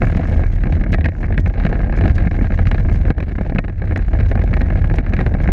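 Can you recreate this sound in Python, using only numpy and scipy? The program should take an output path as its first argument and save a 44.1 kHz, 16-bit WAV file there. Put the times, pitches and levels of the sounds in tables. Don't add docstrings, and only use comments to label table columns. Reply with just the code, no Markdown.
import sys
import numpy as np
from scipy import signal
from scipy.fft import rfft, irfft, next_fast_len
from scipy.io import wavfile
from scipy.ndimage import uniform_filter1d

SR = 44100
rng = np.random.default_rng(int(sys.argv[2]) if len(sys.argv) > 2 else 0)


def wav_out(sig):
    wavfile.write(sys.argv[1], SR, np.round(np.clip(np.atleast_2d(sig).T, -1, 1) * 32767).astype(np.int16))


N = 243431
TIME = np.arange(N) / SR

# start in seconds, level of the clack in dB,
# then its low thud and its bright edge, both in dB compared with the clack.
LOUD_KNOCKS = [(0.019, -12.5, -2.5, -15.5), (0.0316, -22, 3.5, -14.5), (0.043, -17.5, -4.5, -26),
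               (0.07, -20, -7, -19), (0.099, -23, -2, -16), (0.1223, -25.5, -1, -10),
               (0.148, -23.5, 1, -10), (0.1706, -24.5, -3, -12.5), (0.21, -29.5, 1, -19.5),
               (0.2322, -25.5, -6, -15), (0.2544, -22.5, -11, -26), (0.2732, -28.5, -12.5, -20.5),
               (0.3131, -29.5, 4, -20), (0.361, -31, 3.5, -20), (0.394, -26, 3, -26),
               (0.436, -21, -3.5, -16.5), (0.4599, -26.5, -8.5, -25), (0.636, -19, -9, -15.5),
               (0.6565, -27, 1, -20), (0.669, -25, -3, -14), (0.7234, -24, 2, -6.5),
               (0.8111, -25.5, -4, -18.5), (0.838, -21.5, -20, -15), (0.8629, -24.5, 0, -24),
               (0.93, -21, -2.5, -4.5), (0.9386, -22, -7, -5), (0.9439, -19, -1, -6),
               (0.9835, -25.5, 6, -17), (1.0097, -27, -8.5, -5), (1.0449, -26.5, -0.5, -2.5),
               (1.0539, -19.5, -8, -21.5), (1.0582, -15, -3.5, -10.5), (1.086, -25.5, 3.5, -8),
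               (1.12, -31.5, -6, -30), (1.151, -29, -14.5, -30), (1.2301, -20, -8.5, -19),
               (1.2423, -20.5, -8.5, -36), (1.283, -27, -12, -31), (1.3243, -22.5, -6.5, -17),
               (1.3776, -15, -11, -10.5), (1.4604, -20.5, -11, -11.5), (1.4985, -31.5, -5, -9.5),
               (1.539, -31.5, 0, -9), (1.599, -22, -15, -12), (1.637, -26.5, -11, -10),
               (1.6505, -17, -2, -11.5), (1.6651, -15.5, -3, -13.5), (1.714, -27.5, 2, -21.5),
               (1.7273, -18, -0.5, -17), (1.7553, -23.5, -2, -17.5), (1.7917, -25.5, 4, -15.5),
               (1.804, -22.5, -2.5, -25), (1.832, -24, -3, -27), (1.8959, -23.5, 1, -25),
               (1.924, -20.5, -3, -13.5), (1.939, -23, -4.5, -21), (1.974, -22.5, -1, -16.5),
               (1.9875, -20.5, -6, -18.5), (2.0104, -19.5, -1, -11), (2.0367, -20.5, -6, -18),
               (2.056, -17.5, 0, -14), (2.0787, -19.5, -1, -10.5), (2.0971, -22.5, -7, -12.5),
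               (2.1809, -17.5, -16, -14.5), (2.239, -28, -5.5, -20.5), (2.2489, -26.5, 1, -25),
               (2.2719, -19.5, -2, -18), (2.312, -20.5, -5, -14.5), (2.389, -23.5, 1.5, -30),
               (2.411, -22, -1.5, -26.5), (2.444, -23.5, 0, -15.5), (2.504, -23.5, -2.5, -21.5),
               (2.521, -24.5, -2.5, -14), (2.576, -28, -3, -12), (2.59, -15.5, -4.5, -19),
               (2.6546, -26, -4, -10.5), (2.67, -25, -13.5, 0), (2.7137, -14.5, -7.5, -11),
               (2.7457, -22.5, 2.5, -9.5), (2.781, -19.5, -8, -19.5), (2.849, -26.5, -3, -29),
               (2.8859, -23, -3.5, -27), (2.8962, -24, -2.5, -10), (2.9149, -27, -1.5, -23.5),
               (2.945, -27, -2.5, -23), (3.0528, -24.5, -2, -15), (3.08, -24, -4, -31),
               (3.1035, -17, 0.5, -11), (3.1817, -25.5, 1, -14.5), (3.2033, -23, -2, -9),
               (3.2267, -26, -3.5, -12), (3.3538, -27, -10, -17), (3.3831, -21, 0, -23.5),
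               (3.4096, -26.5, 6, -15), (3.497, -26, 3, -12.5), (3.523, -27.5, 5, -24),
               (3.5486, -31, -2, -7), (3.5594, -20, -2.5, -22), (3.5866, -15.5, -2.5, -8),
               (3.641, -29, -10, -14.5), (3.6468, -28.5, -1, -16), (3.6815, -27, 0.5, -12),
               (3.697, -30, -0.5, -13), (3.8194, -22.5, -1, -18.5), (3.8403, -28, 0.5, -19.5),
               (3.874, -29.5, -2.5, -16), (3.9098, -23, -2, -18.5), (3.9219, -24, 0, -15.5),
               (3.96, -17.5, -4, -10.5), (3.973, -26.5, 3, -12), (3.9914, -25.5, -4.5, -16.5),
               (4.0823, -26, -4.5, -20), (4.1327, -24.5, 0, -15), (4.15, -26, 1, -28),
               (4.189, -24, -6.5, -15), (4.1999, -25, 1, -10.5), (4.2068, -23, -0.5, -9),
               (4.3144, -20.5, 2, -13.5), (4.354, -21, 1, -18), (4.376, -21.5, -0.5, -33),
               (4.3924, -23.5, 0.5, -16.5), (4.476, -26, -4.5, -16), (4.5307, -20.5, -3, -25),
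               (4.5379, -16, -19, -13.5), (4.568, -20, 1.5, -14), (4.609, -19, -10, -16),
               (4.6149, -24, 2, -4.5), (4.684, -28, -1.5, -14.5), (4.7029, -17.5, -5, -18),
               (4.724, -27.5, 3, -26.5), (4.7556, -23, 1.5, -28), (4.8162, -26.5, -5, -29),
               (4.8428, -20.5, -7, -15.5), (4.899, -23, -3.5, -14), (4.9109, -23.5, 2, -24),
               (4.9396, -26, 5, -5.5), (4.985, -17.5, -4, -12.5), (5.0636, -23, -8, -15),
               (5.125, -26, -6.5, -21), (5.136, -17, -4, -10), (5.1663, -25.5, -7.5, -6.5),
               (5.1905, -19, -0.5, -14), (5.204, -22.5, -3.5, -10.5), (5.21, -21, 2.5, -10),
               (5.2638, -20, -2, -9), (5.34, -24, -2.5, -11.5), (5.349, -22, 2.5, -33),
               (5.4017, -22, -3, -17.5), (5.435, -25.5, -5, -21), (5.4424, -23, -3.5, -33),
               (5.4578, -23.5, -2, -28), (5.476, -19.5, -11.5, -14.5), (5.488, -17, 1, -24.5)]
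# frequency in Hz, level in dB.
GRIT_TONE = [(1000, -3), (2700, 9.5), (7400, -10.5), (8500, -11), (11000, -10.5), (12500, -20.5),
             (14500, -37)]
# frequency in Hz, level in dB.
SAND_TONE = [(1000, -14), (2500, -4), (4000, -3), (5200, 0), (6700, 0), (7400, -9), (8500, -21),
             (11000, -25), (12000, -43), (14000, -65)]


def undb(db):
    return 10 ** (np.asarray(db) / 20)


def unit(x):
    return x / np.sqrt(np.mean(x ** 2))


def colour(x, tone):
    hz, db = np.transpose(tone)
    size = next_fast_len(len(x) + SR // 2)
    freq = np.maximum(np.arange(size // 2 + 1) * SR / size, 1)
    gain = undb(np.interp(np.log(freq), np.log(hz), db))
    cepstrum = irfft(np.log(gain), size)
    cepstrum[1:size // 2] *= 2
    cepstrum[size // 2 + 1:] = 0
    return irfft(rfft(x, size) * np.exp(rfft(cepstrum)), size)[:len(x)]


def noise(tone):
    return unit(colour(rng.standard_normal(N), tone))


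def steady(x, span_s):
    power = np.abs(signal.hilbert(x)) ** 2 / 2
    return x / np.sqrt(uniform_filter1d(power, int(span_s * SR)) + 1e-9)


def wander(rate_hz):
    step = int(SR / rate_hz)
    points = rng.standard_normal(N // step + 2)
    line = np.interp(np.arange(N) / step, np.arange(len(points)), points)
    return unit(uniform_filter1d(line, step))


def add(track, start_s, sound):
    i = int(np.clip(start_s * SR, 0, N - 1))
    track[i:i + len(sound)] += sound[:N - i]


def curves(table):
    times, *columns = np.transpose(table)
    return [np.interp(TIME, times, column) for column in columns]


def wind(change_db):
    # frequency in Hz, level in dB.
    wind_tone = [(10, -32.5), (22, -17.5), (36, -0.5), (48, -4), (60, -9.5), (80, -16), (160, -31),
                 (300, -44.5), (800, -98)]
    # time in seconds, level in dB.
    gusts = [(0.0, -12), (0.24, -21), (0.36, -13), (0.96, -15), (1.08, -23), (1.32, -15), (3.12, -13),
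             (3.24, -21), (3.6, -17.5), (3.84, -22), (4.08, -14), (5.04, -14), (5.28, -19), (5.52, -11.5)]
    gust_db, = curves(gusts)
    return steady(noise(wind_tone), span_s=0.1) * undb(gust_db + change_db - 1)


def gears(whine_hz=1640):
    hz = whine_hz * (1 + 0.016 * wander(3.2) + 0.015 * wander(60))
    db = -62 + 4 * wander(30)
    return undb(db) * np.sin(2 * np.pi * np.cumsum(hz) / SR)


def sand(sand_db, shaking):
    pressure = (.15 + steady(shaking, span_s=.3) ** 2) ** .35
    flicker_db, grain_db, patch_db = 2 * wander(130), 4 * wander(900), -0.5 * wander(12)
    swing_db = np.minimum(flicker_db + grain_db + patch_db, 9)
    return undb(sand_db - 3.5 + swing_db) * pressure * noise(SAND_TONE)


def grit(sand_db, shaking, tick_db=9, rasp_db=-5):
    # start in seconds, length in seconds, level in dB.
    skids = [(0.05, 0.0066, -50), (0.157, 0.021, -55), (0.268, 0.016, -43.5), (0.512, 0.036, -56),
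             (0.916, 0.013, -42), (1.395, 0.019, -48.5), (1.475, 0.0087, -52), (1.958, 0.036, -48.5),
             (2.06, 0.047, -58), (2.14, 0.03, -47), (2.528, 0.051, -53.5), (2.668, 0.027, -53),
             (2.907, 0.067, -54.5), (3.972, 0.01, -45.5), (4.281, 0.029, -52), (4.436, 0.0074, -53),
             (4.951, 0.021, -46.5), (5.412, 0.046, -50.5)]
    ticks, sliding = np.zeros(N), np.zeros(N)
    swing = np.abs(steady(shaking, span_s=0.29))
    peaks = signal.find_peaks(swing, height=1.5, distance=SR // 120)[0]
    tick = np.hanning(SR // 300) ** 2
    scatter_db = np.minimum(5.5 * rng.standard_normal(N // 100), 5)
    for i, db in zip(peaks, scatter_db):
        add(ticks, TIME[i], undb(sand_db[i] + tick_db + db) * swing[i] * tick)
    for start_s, length_s, db in skids:
        add(sliding, start_s, undb(db) * np.sqrt(np.hanning(int(length_s * SR))))
    sliding *= undb(-2 + 4.5 * wander(500))
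    return (ticks + sliding) * noise(GRIT_TONE) + undb(rasp_db) * sliding * noise(SAND_TONE)


def axle(clatter, ring_hz=1870, fade_s=.17, stir_db=-8):
    # start in seconds, level in dB.
    axle_hits = [(0.946, -36), (1.058, -30.5), (1.378, -39), (2.713, -38), (3.585, -36.5), (4.539, -32.5),
                 (4.615, -34.5), (5.192, -32.5)]
    pole = np.exp((2j * np.pi * ring_hz - np.log(1000) / fade_s) / SR)
    push = 2 * undb(stir_db) * (1 - abs(pole)) * clatter
    for start_s, db in axle_hits:
        add(push, start_s, undb([db]))
    return -signal.lfilter([1], [1, -pole], push).imag


def shell(boom_db, rumble_db, clatter):
    # frequency in Hz, level in dB.
    boom_tone = [(40, -28.5), (62, -4), (82, 5), (97, 1.5), (112, -11.5), (160, -21.5), (500, -82)]
    # frequency in Hz, level in dB.
    rumble_tone = [(60, -22), (115, 2), (180, 1), (240, -4.5), (320, -9.5), (420, -18.5), (650, -20.5),
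                   (1000, -33.5), (3000, -111.5)]
    power_now = uniform_filter1d(clatter ** 2, int(.012 * SR)) + 1e-9
    power_usual = uniform_filter1d(clatter ** 2, int(.4 * SR)) + 1e-9
    swell = (power_now / power_usual) ** 0.24
    boom = steady(noise(boom_tone), span_s=0.079) * swell ** 0.3
    rumble_level = undb(rumble_db - 0.5)
    boom_level = undb(boom_db - 1.16 + 1.64 * wander(35))
    rumble = steady(noise(rumble_tone), span_s=0.076) * swell
    return boom * boom_level + rumble * rumble_level


def jolts(thump_hz=190, tick_db=-37, tick_s=0.00039):
    # time in seconds, level in dB, seconds to fade by 60 dB.
    bumps = [(.16, -5, 0.043), (0.726, -10, 0.019), (0.895, -8.5, 0.077), (0.923, -6, 0.033),
             (0.947, -11, 0.03), (1.397, 1, 0.012), (1.652, -8, 0.045), (2.073, -9, 0.016),
             (2.241, -13, 0.064), (2.267, -6.5, 0.083), (2.421, -9.5, 0.038), (2.7211, -4, 0.015),
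             (3.1048, 3.5, 0.014), (3.413, -4.5, 0.034), (3.552, -2, 0.026), (3.5882, -6, 0.035),
             (4.193, -8.5, 0.036), (4.364, -7.5, 0.044), (4.536, -9, 0.041), (4.946, -11, 0.018),
             (4.9862, -1, 0.016), (5.269, -7, 0.013)]
    t = TIME[:SR // 10]
    thumps, ticks = np.zeros(N), np.zeros(N)
    pitches = thump_hz * np.exp(0.093 * rng.standard_normal(len(bumps)))
    rise = 1 - np.exp(-t / 0.0011)
    for (start_s, db, fade_s), hz in zip(bumps, pitches):
        ring = np.sin(2 * np.pi * hz * t) * np.exp(-np.log(1000) * t / fade_s)
        add(thumps, start_s - .002, undb(db) * ring * rise)
        add(ticks, start_s, undb(db) * np.exp(-t / tick_s))
    return thumps + undb(tick_db) * ticks * noise(GRIT_TONE)


def snaps(ring_hz=2520, fade_s=0.016):
    # start in seconds, level in dB.
    slaps = [(0.938, -21), (1.042, -20), (3.584, -10)]
    t = TIME[:SR // 20]
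    ring = np.sin(2 * np.pi * ring_hz * t) * np.exp(-np.log(1000) * t / fade_s)
    rise = 1 - np.exp(-(t / .0007) ** 2)
    track = np.zeros(N)
    for start_s, db in slaps:
        add(track, start_s, undb(db) * rise * ring)
    return track


def wheel_load(turn_hz=4.4, first_press_s=0.062, swell_db=0.5, ramp_s=0.024):
    # start in seconds, length in seconds,
    # then the change in dB of the rattle, of the low shaking and of the sand.
    lulls = [(1.094, 0.084, -4.5, -3.5, 5.5), (1.417, 0.024, -15, -5, 6), (1.509, 0.052, -8, -11, 7),
             (2.115, 0.037, -18.5, -2, 1), (2.287, 0.023, -14, -22, -2), (2.763, 0.018, -25.5, -7.5, 1.5),
             (3.123, 0.043, -13.5, -19.5, -16), (3.239, 0.031, -8, -1, -10),
             (3.607, 0.18, -11.5, -5.5, 2.5), (5.017, 0.065, -2.5, -8.5, -6)]
    db = swell_db * np.cos(2 * np.pi * turn_hz * (TIME - first_press_s))
    for start_s, length_s, *change_db in lulls:
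        inside_s = np.minimum(TIME - start_s, start_s + length_s - TIME)
        db = db + np.outer(change_db, np.clip(.5 + inside_s / ramp_s, 0, 1))
    return db


def chatter(blows, touch_db, rebound_db, skip_db):
    early_s, first_s, second_s = rng.uniform([.001, .002, .0015], [.003, .0048, .005], (len(blows), 3)).T
    contacts = [blows]
    for lag_s, db in (-early_s, touch_db), (first_s, rebound_db), (first_s + second_s, skip_db):
        softer = blows.copy()
        softer[:, 0] += lag_s
        softer[:, 1] += db
        contacts.append(softer)
    return np.vstack(contacts)


def strike(blows, rise_s, scrape_db, scrape_fade_s, detune):
    # frequency in Hz, level in dB, seconds to fade by 60 dB.
    body_notes = [(337.4, -2.5, 0.045), (437, -4.5, 0.028), (506.3, -0.5, 0.029), (655, -1, 0.032),
                  (783, -5.5, 0.032), (1072, -2, 0.028), (1262, -2.5, 0.031), (1456, 1, 0.023),
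                  (1638, 5, 0.034), (1784, 4, 0.025), (1975, -5.5, 0.023), (2144, 0.5, 0.026),
                  (2261, -7.5, 0.057), (2418, -6.5, 0.012), (2600, -15, 0.02), (2857, -17, 0.02),
                  (3236, -23.5, 0.02), (3816, -20, 0.015), (4055, -18, 0.014), (4510, -24, 0.013)]
    # frequency in Hz, level in dB.
    scrape_tone = [(500, -15.5), (1000, -3.5), (2000, 13), (2950, -17.5), (3400, -5.5), (4400, -14),
                   (5400, -16.5), (7000, -25.5), (9000, -32), (11500, -38.5), (15000, -51.5)]
    t = TIME[:SR // 16]
    hz, db, fade_s = np.transpose(body_notes)
    rise = 1 - np.exp(-(t / rise_s) ** 2)
    notes = undb(db)[:, None] * rise * np.exp(np.outer(2j * np.pi * hz - np.log(1000) / fade_s, t))
    starts, clack_db, thud_db, edge_db = np.transpose(blows)
    weights = rng.standard_normal((len(starts), len(hz), 2)) @ [1, 1j]
    weights /= np.sqrt(np.abs(weights))
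    bands = [(hz < 900, clack_db + thud_db, 2 * detune),
             ((hz >= 900) & (hz < 3000), clack_db, detune),
             (hz >= 2400, clack_db + edge_db, detune)]
    ringing, scraping = np.zeros(N), np.zeros(N)
    for in_band, band_db, spread in bands:
        rings = (weights[:, in_band] @ notes[in_band]).real
        opening_size = rings[:, :SR // 180].std(axis=1)
        rings = rings * (undb(band_db) / opening_size)[:, None]
        speeds = 1 + spread * rng.standard_normal(len(starts))
        for start_s, ring, speed in zip(starts, rings, speeds):
            add(ringing, start_s, np.interp(t * speed, t, ring))
    scrape = rise * np.exp(-np.log(1000) * t / scrape_fade_s)
    for start_s, size_db in zip(starts, clack_db + edge_db):
        add(scraping, start_s, undb(size_db) * scrape)
    return ringing + undb(scrape_db) * colour(scraping * rng.standard_normal(N), scrape_tone)


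def rattle(rattle_db, count=440, airborne_s=0.014, airborne_db=-12):
    timing, force, thud, edge = rng.standard_normal((count, 4)).T
    starts = (np.arange(count) + .4 * timing) * TIME[-1] / count
    clack_db = np.minimum(np.interp(starts, TIME, rattle_db) - 0.78 + 2 * force, -38)
    until_knock_s = np.array(LOUD_KNOCKS)[:, 0] - starts[:, None]
    airborne = ((until_knock_s > -.002) & (until_knock_s < airborne_s)).any(axis=1)
    blows = np.transpose([starts, clack_db + airborne_db * airborne, 5 + 3.5 * thud, -12 + 3 * edge])
    contacts = chatter(blows, touch_db=-11, rebound_db=-7.5, skip_db=-8.5)
    return strike(contacts, rise_s=0.0015, scrape_db=13, scrape_fade_s=0.028, detune=0.023)


def knocks(lead_s=.0007, clack_db=-8.5, thud_db=5.5, edge_db=1, edge_limit_db=-28.5):
    blows = np.array(LOUD_KNOCKS) + [-lead_s, clack_db, thud_db, edge_db]
    blows[:, 3] = np.minimum(blows[:, 3], edge_limit_db - blows[:, 1])
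    contacts = chatter(blows, touch_db=-21.5, rebound_db=-14, skip_db=-17.5)
    return strike(contacts, rise_s=0.00091, scrape_db=20, scrape_fade_s=0.014, detune=0.015)


def scene():
    # time in seconds,
    # then the levels in dB of shell boom, panel rumble, small rattle and sand.
    pavement = [(0.0, -19, -18.5, -16.5, -58.5), (0.48, -15.5, -26, -44.5, -61),
                (0.84, -20.5, -20, -42.5, -67), (1.08, -12.5, -22.5, -50, -75.5),
                (1.2, -25, -23, -43, -62.5), (1.44, -12.5, -22.5, -44, -75), (1.68, -24, -21.5, -32, -63),
                (1.92, -25, -23, -25, -69.5), (2.04, -14, -17.5, -29, -62.5),
                (2.28, -17.5, -23.5, -39, -64), (3.0, -16, -21.5, -43.5, -63.5),
                (3.48, -24.5, -27.5, -43, -67.5), (3.6, -26, -18.5, -56, -74),
                (3.72, -14.5, -25.5, -40.5, -75), (3.85, -16.5, -25.5, -43, -70.5),
                (3.96, -14.5, -24.5, -42, -70), (4.08, -24, -28, -46, -64), (4.2, -14, -24.5, -41.5, -66),
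                (5.52, -19.5, -18.5, -41.5, -64.5)]
    boom_db, rumble_db, rattle_db, sand_db = curves(pavement)
    rattle_change_db, shake_change_db, sand_change_db = wheel_load()
    clatter = knocks() + snaps() + rattle(rattle_db + rattle_change_db)
    shaking = wind(0.52 * shake_change_db)
    shaking += shell(boom_db + shake_change_db, rumble_db + 0.51 * shake_change_db, clatter)
    treads = sand(sand_db + sand_change_db, shaking) + grit(sand_db + sand_change_db, shaking)
    return (clatter + axle(clatter) + jolts() + gears() + shaking + treads)[None]


def record(dry):
    treble_cut = signal.ellip(8, .2, 70, 13500, fs=SR, output="sos")
    return signal.sosfilt(treble_cut, np.clip(dry, -1, 1))


dry = scene()
out = record(dry)
wav_out(out)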